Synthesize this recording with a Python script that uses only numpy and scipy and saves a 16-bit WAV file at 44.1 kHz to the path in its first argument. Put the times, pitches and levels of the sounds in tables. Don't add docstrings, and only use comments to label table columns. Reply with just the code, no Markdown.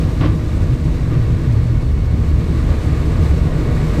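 import sys
import numpy as np
from scipy import signal
from scipy.fft import rfft, irfft
from scipy.io import wavfile
from scipy.ndimage import uniform_filter1d, minimum_filter1d

SR = 44100
rng = np.random.default_rng(int(sys.argv[2]) if len(sys.argv) > 2 else 0)


def master_out(mix):
    frames = np.transpose(np.atleast_2d(mix))
    ceiling = np.clip(frames, -1, 1)
    pcm = np.round(ceiling * 32767).astype(np.int16)
    wavfile.write(sys.argv[1], SR, pcm)


N = 176400
T = np.arange(N) / SR
HZ = np.fft.rfftfreq(N, 1 / SR)


def amp(db):
    return 10 ** (np.asarray(db) / 20)


def unit(x):
    return x / np.sqrt(np.mean(x ** 2) + 1e-20)


def curve(rows, column=1):
    rows = np.array(rows, float)
    return np.interp(T, rows[:, 0], rows[:, column])


def shape(spectrum):
    hz, db = np.transpose(spectrum)
    ends = 1 / np.sqrt((1 + (hz[0] / (HZ + 1)) ** 24) * (1 + (HZ / hz[-1]) ** 24))
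    return ends * amp(np.interp(np.log(HZ + 1), np.log(hz), db))


def colour(x, gain):
    return unit(irfft(rfft(x) * gain, N))


def noise(gain):
    return colour(rng.standard_normal(N), gain)


def drift(rate_hz):
    return noise(np.exp(-(HZ / rate_hz) ** 2) * (HZ > 0))


def ring(hz, width_hz):
    return noise(1 / (1 + ((HZ - hz) / width_hz * 2) ** 2))


def resonances(modes):
    return sum(amp(db) * ring(hz, width_hz) for hz, width_hz, db in modes)


def clicks(per_s, spread_db):
    hits = (rng.random(N) < per_s / SR) * rng.choice([-1, 1], N)
    return hits * amp(spread_db * np.minimum(rng.exponential(1, N), 4))


def rotation(hz, wander, rate_hz):
    return np.cumsum(hz * (1 + wander * drift(rate_hz))) / SR


def tones(turns, partials, flutter_hz, depth=0.3):
    out = np.zeros(N)
    for multiple, db in partials:
        flutter = 1 + depth * drift(flutter_hz)
        out += amp(db) * unit(flutter * np.cos(2 * np.pi * (multiple * turns + rng.random())))
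    return out


def swell(peak_s, length_s):
    return np.exp(-(2 * (T - peak_s) / length_s) ** 2)


# multiple, level_db
ENGINE_HARMONICS = [(2, -25.5), (3, -42), (4, -39), (6, -54), (8, -46)]
# time_s, gain_db
ENGINE_LOAD = [(0, -4), (1, -4.5), (2, -8), (2.5, -2), (3.2, -3.5), (4, 6.5)]


def engine_drone(firing_turns):
    return tones(firing_turns, ENGINE_HARMONICS, flutter_hz=6.1) * amp(curve(ENGINE_LOAD))


# time_s, level_db
BOOM_LEVEL = [(0, -27.5), (1, -24.5), (2, -21), (2.4, -18), (2.8, -23), (3.3, -17.5), (3.7, -26.5),
              (4, -21)]
# pitch_hz, width_hz, level_db
CABIN_MODES = [(18.9, 3, -32), (48.3, 4, -25.5), (119.4, 22, -30), (159.9, 12, -30), (251.4, 23, -36.5),
               (340, 22, -41.5)]


def cabin_boom():
    turns = rotation(hz=73.75, wander=0.025, rate_hz=5.9)
    return unit(np.sin(2 * np.pi * turns)) * amp(curve(BOOM_LEVEL)) + resonances(CABIN_MODES)


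# freq_hz, relative_db
RUMBLE_SPECTRUM = [(8.8, -40), (15, -12.5), (59, 2), (80, 0), (157, -5), (193, -13), (241, -11), (280, -23),
                   (312, -25), (373, -26.5), (400, -23), (520, -45), (880, -120)]


def engine_rumble(level_db=-17, split_hz=160):
    rumble = amp(level_db) * noise(shape(RUMBLE_SPECTRUM))
    highpass = 1 - 1 / (1 + (HZ / split_hz) ** 10)
    upper = irfft(rfft(rumble) * highpass, N)
    load_db = curve(ENGINE_LOAD)
    upper_gain = amp(0.41 * (load_db - load_db.mean()))
    return rumble + upper * (upper_gain - 1)


# time_s, pitch_hz
GEAR_PITCH = [(0, 504), (.3, 498), (.6, 488), (1, 478), (1.5, 472.25), (4, 472.25)]
# multiple, level_db
GEAR_PARTIALS = [(1, -40.5), (2, -56), (3, -57), (4, -58.5)]
# multiple, level_db
GEAR_SING = [(15, -66), (17, -65)]
# time_s, gain_db
GEAR_GAIN = [(0, -11), (.3, -1), (.6, -3.5), (1, -4), (2.3, -6), (3, -4), (4, 2)]


def gear_whine(sing_start_s=2.3, sing_rise_s=0.5):
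    turns = rotation(curve(GEAR_PITCH), wander=0.0001, rate_hz=5)
    fade_in = np.clip((T - sing_start_s) / sing_rise_s, 0, 1)
    sing = tones(turns, GEAR_SING, flutter_hz=9) * fade_in
    whine = tones(turns, GEAR_PARTIALS, flutter_hz=12)
    return (whine + sing) * amp(curve(GEAR_GAIN))


# multiple, level_db
WHISTLE_PARTIALS = [(1, -53.5), (2, -59)]
# time_s, gain_db
WHISTLE_GAIN = [(0, -8), (1, -5), (1.6, -1), (4, 2)]


def accessory_whistle():
    turns = rotation(hz=2209.8, wander=0.0005, rate_hz=6)
    return tones(turns, WHISTLE_PARTIALS, flutter_hz=10) * amp(curve(WHISTLE_GAIN))


# freq_hz, relative_db
ROAR_SPECTRUM = [(180, -31), (300, 1), (322, -2.5), (377, -8.5), (468, -6.5), (549, -12), (618, -12),
                 (696, -16), (784, -20), (874, -18), (1120, -15.5), (1220, -18.5), (1340, -22),
                 (1450, -20.5), (1570, -21.5), (2220, -22.5), (3200, -33), (4160, -36), (7040, -120)]
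# time_s, low_gain_db, high_gain_db
ROAR_GAIN = [(0, -28.5, -37.5), (.42, -33, -40.5), (.58, -29.5, -38.5), (.8, -32, -39.5), (1.3, -30.5, -39),
             (1.95, -34, -41), (2.25, -32.5, -40), (2.45, -31.5, -38), (2.75, -28.5, -36),
             (3.05, -28.5, -36.5), (3.25, -28, -36), (3.55, -26.5, -37), (3.85, -28, -34), (4, -25.5, -34)]
# pitch_hz, width_hz, level_db
SKIN_MODES = [(747.4, 11, -51.5), (1119, 69, -50.5), (1214, 40, -50.5), (1476, 38, -54.5), (1681, 45, -54),
              (1894, 82, -55)]


def airframe_roar(firing_pulse, split_hz=783, skin_ref_db=-37):
    spectrum = shape(ROAR_SPECTRUM)
    low_share = 1 / (1 + (HZ / split_hz) ** 12)
    low = noise(spectrum * np.sqrt(low_share))
    low *= amp(curve(ROAR_GAIN) + 0.42 * drift(25))
    skin = resonances(SKIN_MODES) / amp(skin_ref_db)
    high = 0.85 * noise(spectrum * np.sqrt(1 - low_share)) + skin
    high *= amp(curve(ROAR_GAIN, column=2) + 0.75 * drift(25))
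    return (low + high) * (1 + 0.054 * firing_pulse)


# freq_hz, relative_db
SPRAY_SPECTRUM = [(1650, -11), (2800, -1), (3180, -4.5), (3730, 0), (4270, -2.5), (4950, -4.5), (6740, -8),
                  (8200, -8.5), (9980, -17), (12800, -16), (13800, -18), (15000, -29)]
# time_s, gain_db
SPRAY_GAIN = [(0, -44.5), (.42, -48), (.58, -46.3), (.8, -48), (.94, -47), (1.05, -48.5), (1.6, -48),
              (1.95, -50.5), (2.25, -48.5), (2.45, -46.5), (2.7, -46), (2.87, -45), (3.03, -45.5),
              (3.3, -44.5), (3.48, -46.5), (3.9, -43.5), (4, -43.5)]


def float_spray(firing_pulse, drops_gain_db=-9, trim_db=0.5):
    spectrum = shape(SPRAY_SPECTRUM)
    drops = colour(clicks(per_s=600, spread_db=3), spectrum)
    hiss = noise(spectrum) * (1 + 0.058 * firing_pulse)
    gain_db = trim_db + curve(SPRAY_GAIN) + 0.61 * drift(23)
    return (hiss + amp(drops_gain_db) * drops) * amp(gain_db)


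# peak_s, length_s, pitch_hz, level_db
THUDS = [(0.254, 0.18, 99.8, -15.5), (0.63, 0.057, 92, -12.5), (0.734, 0.049, 115.4, -15),
         (0.872, 0.11, 157.7, -19.5), (1.25, 0.32, 116.7, -17.5), (1.535, 0.17, 110.1, -14),
         (1.69, 0.24, 119.4, -16), (2.118, 0.21, 114.2, -17), (3.214, 0.1, 92, -12.5)]


def wave_thuds():
    out = np.zeros(N)
    for peak_s, length_s, hz, db in THUDS:
        turns = rotation(hz, wander=0.0591, rate_hz=27.4) + rng.random()
        out += amp(db) * swell(peak_s, length_s) * unit(np.sin(2 * np.pi * turns))
    return out


# start_s, hold_s, level_db
SLAPS = [(0.206, 0.053, -18.5), (1.115, 0.043, -29)]
# freq_hz, relative_db
RATTLE_SPECTRUM = [(150, -31), (250, 0), (318, 9), (403, -9), (506, -3.5), (696, -10.5), (997, -16),
                   (1170, -13), (1300, -15.5), (1430, -16), (1550, -18), (2700, -19), (6000, -37),
                   (7800, -73), (13200, -120)]
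# pitch_hz, width_hz, relative_db
PANEL_MODES = [(299, 13, -12), (343.4, 9.7, -7.5), (610, 40, -19), (1050, 87, -16.5), (1176, 58, -16)]


def wave_slaps(rise_s=0.0025, sag_db_per_s=42, rattle_decay_s=0.045, panel_decay_s=0.085):
    spectrum = shape(RATTLE_SPECTRUM)
    impacts = colour(clicks(per_s=600, spread_db=1.2), spectrum)
    rattle = unit(impacts + 1.4 * noise(spectrum))
    panel = resonances(PANEL_MODES)
    out = np.zeros(N)
    for start_s, hold_s, db in SLAPS:
        age_s = np.maximum(T - start_s, 0)
        release_s = np.maximum(age_s - hold_s, 0)
        force = np.minimum(age_s / rise_s, 1) * amp(db - sag_db_per_s * age_s)
        out += force * rattle * np.exp(-release_s / rattle_decay_s)
        out += force * panel * np.exp(-release_s / panel_decay_s)
    return out


# peak_s, length_s, level_db
SPITS = [(.56, .06, -56), (2.86, .09, -56), (3.3, 0.046, -53.5)]


def spray_spits():
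    envelope = sum(amp(db) * swell(peak_s, length_s) for peak_s, length_s, db in SPITS)
    return ring(hz=8200, width_hz=1700) * envelope


def scene():
    firing_turns = rotation(hz=77.25, wander=0.003, rate_hz=4.33)
    firing_pulse = np.cos(2 * np.pi * firing_turns)
    engine = engine_drone(firing_turns) + cabin_boom() + engine_rumble()
    whines = gear_whine() + accessory_whistle()
    roar = airframe_roar(firing_pulse)
    water = float_spray(firing_pulse) + wave_thuds() + wave_slaps() + spray_spits()
    return (engine + whines + roar + water)[None]


def record(dry):
    threshold_db, slope, recover_db_per_s = -3.5, 0.45, 39
    window_samples, cutoff_hz = 300, 15200
    over_db = np.maximum(20 * np.log10(abs(dry[0]) + 1e-9) - threshold_db, 0)
    peak_db = -minimum_filter1d(-over_db, window_samples)
    recovery_db = T * recover_db_per_s
    held_db = np.maximum.accumulate(peak_db + recovery_db) - recovery_db
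    limited = dry * amp(-slope * uniform_filter1d(held_db, window_samples))
    lowpass = signal.firwin(511, cutoff_hz, window=("kaiser", 9), fs=SR)
    return signal.oaconvolve(limited, lowpass[None], "same")


dry = scene()
out = record(dry)
master_out(out)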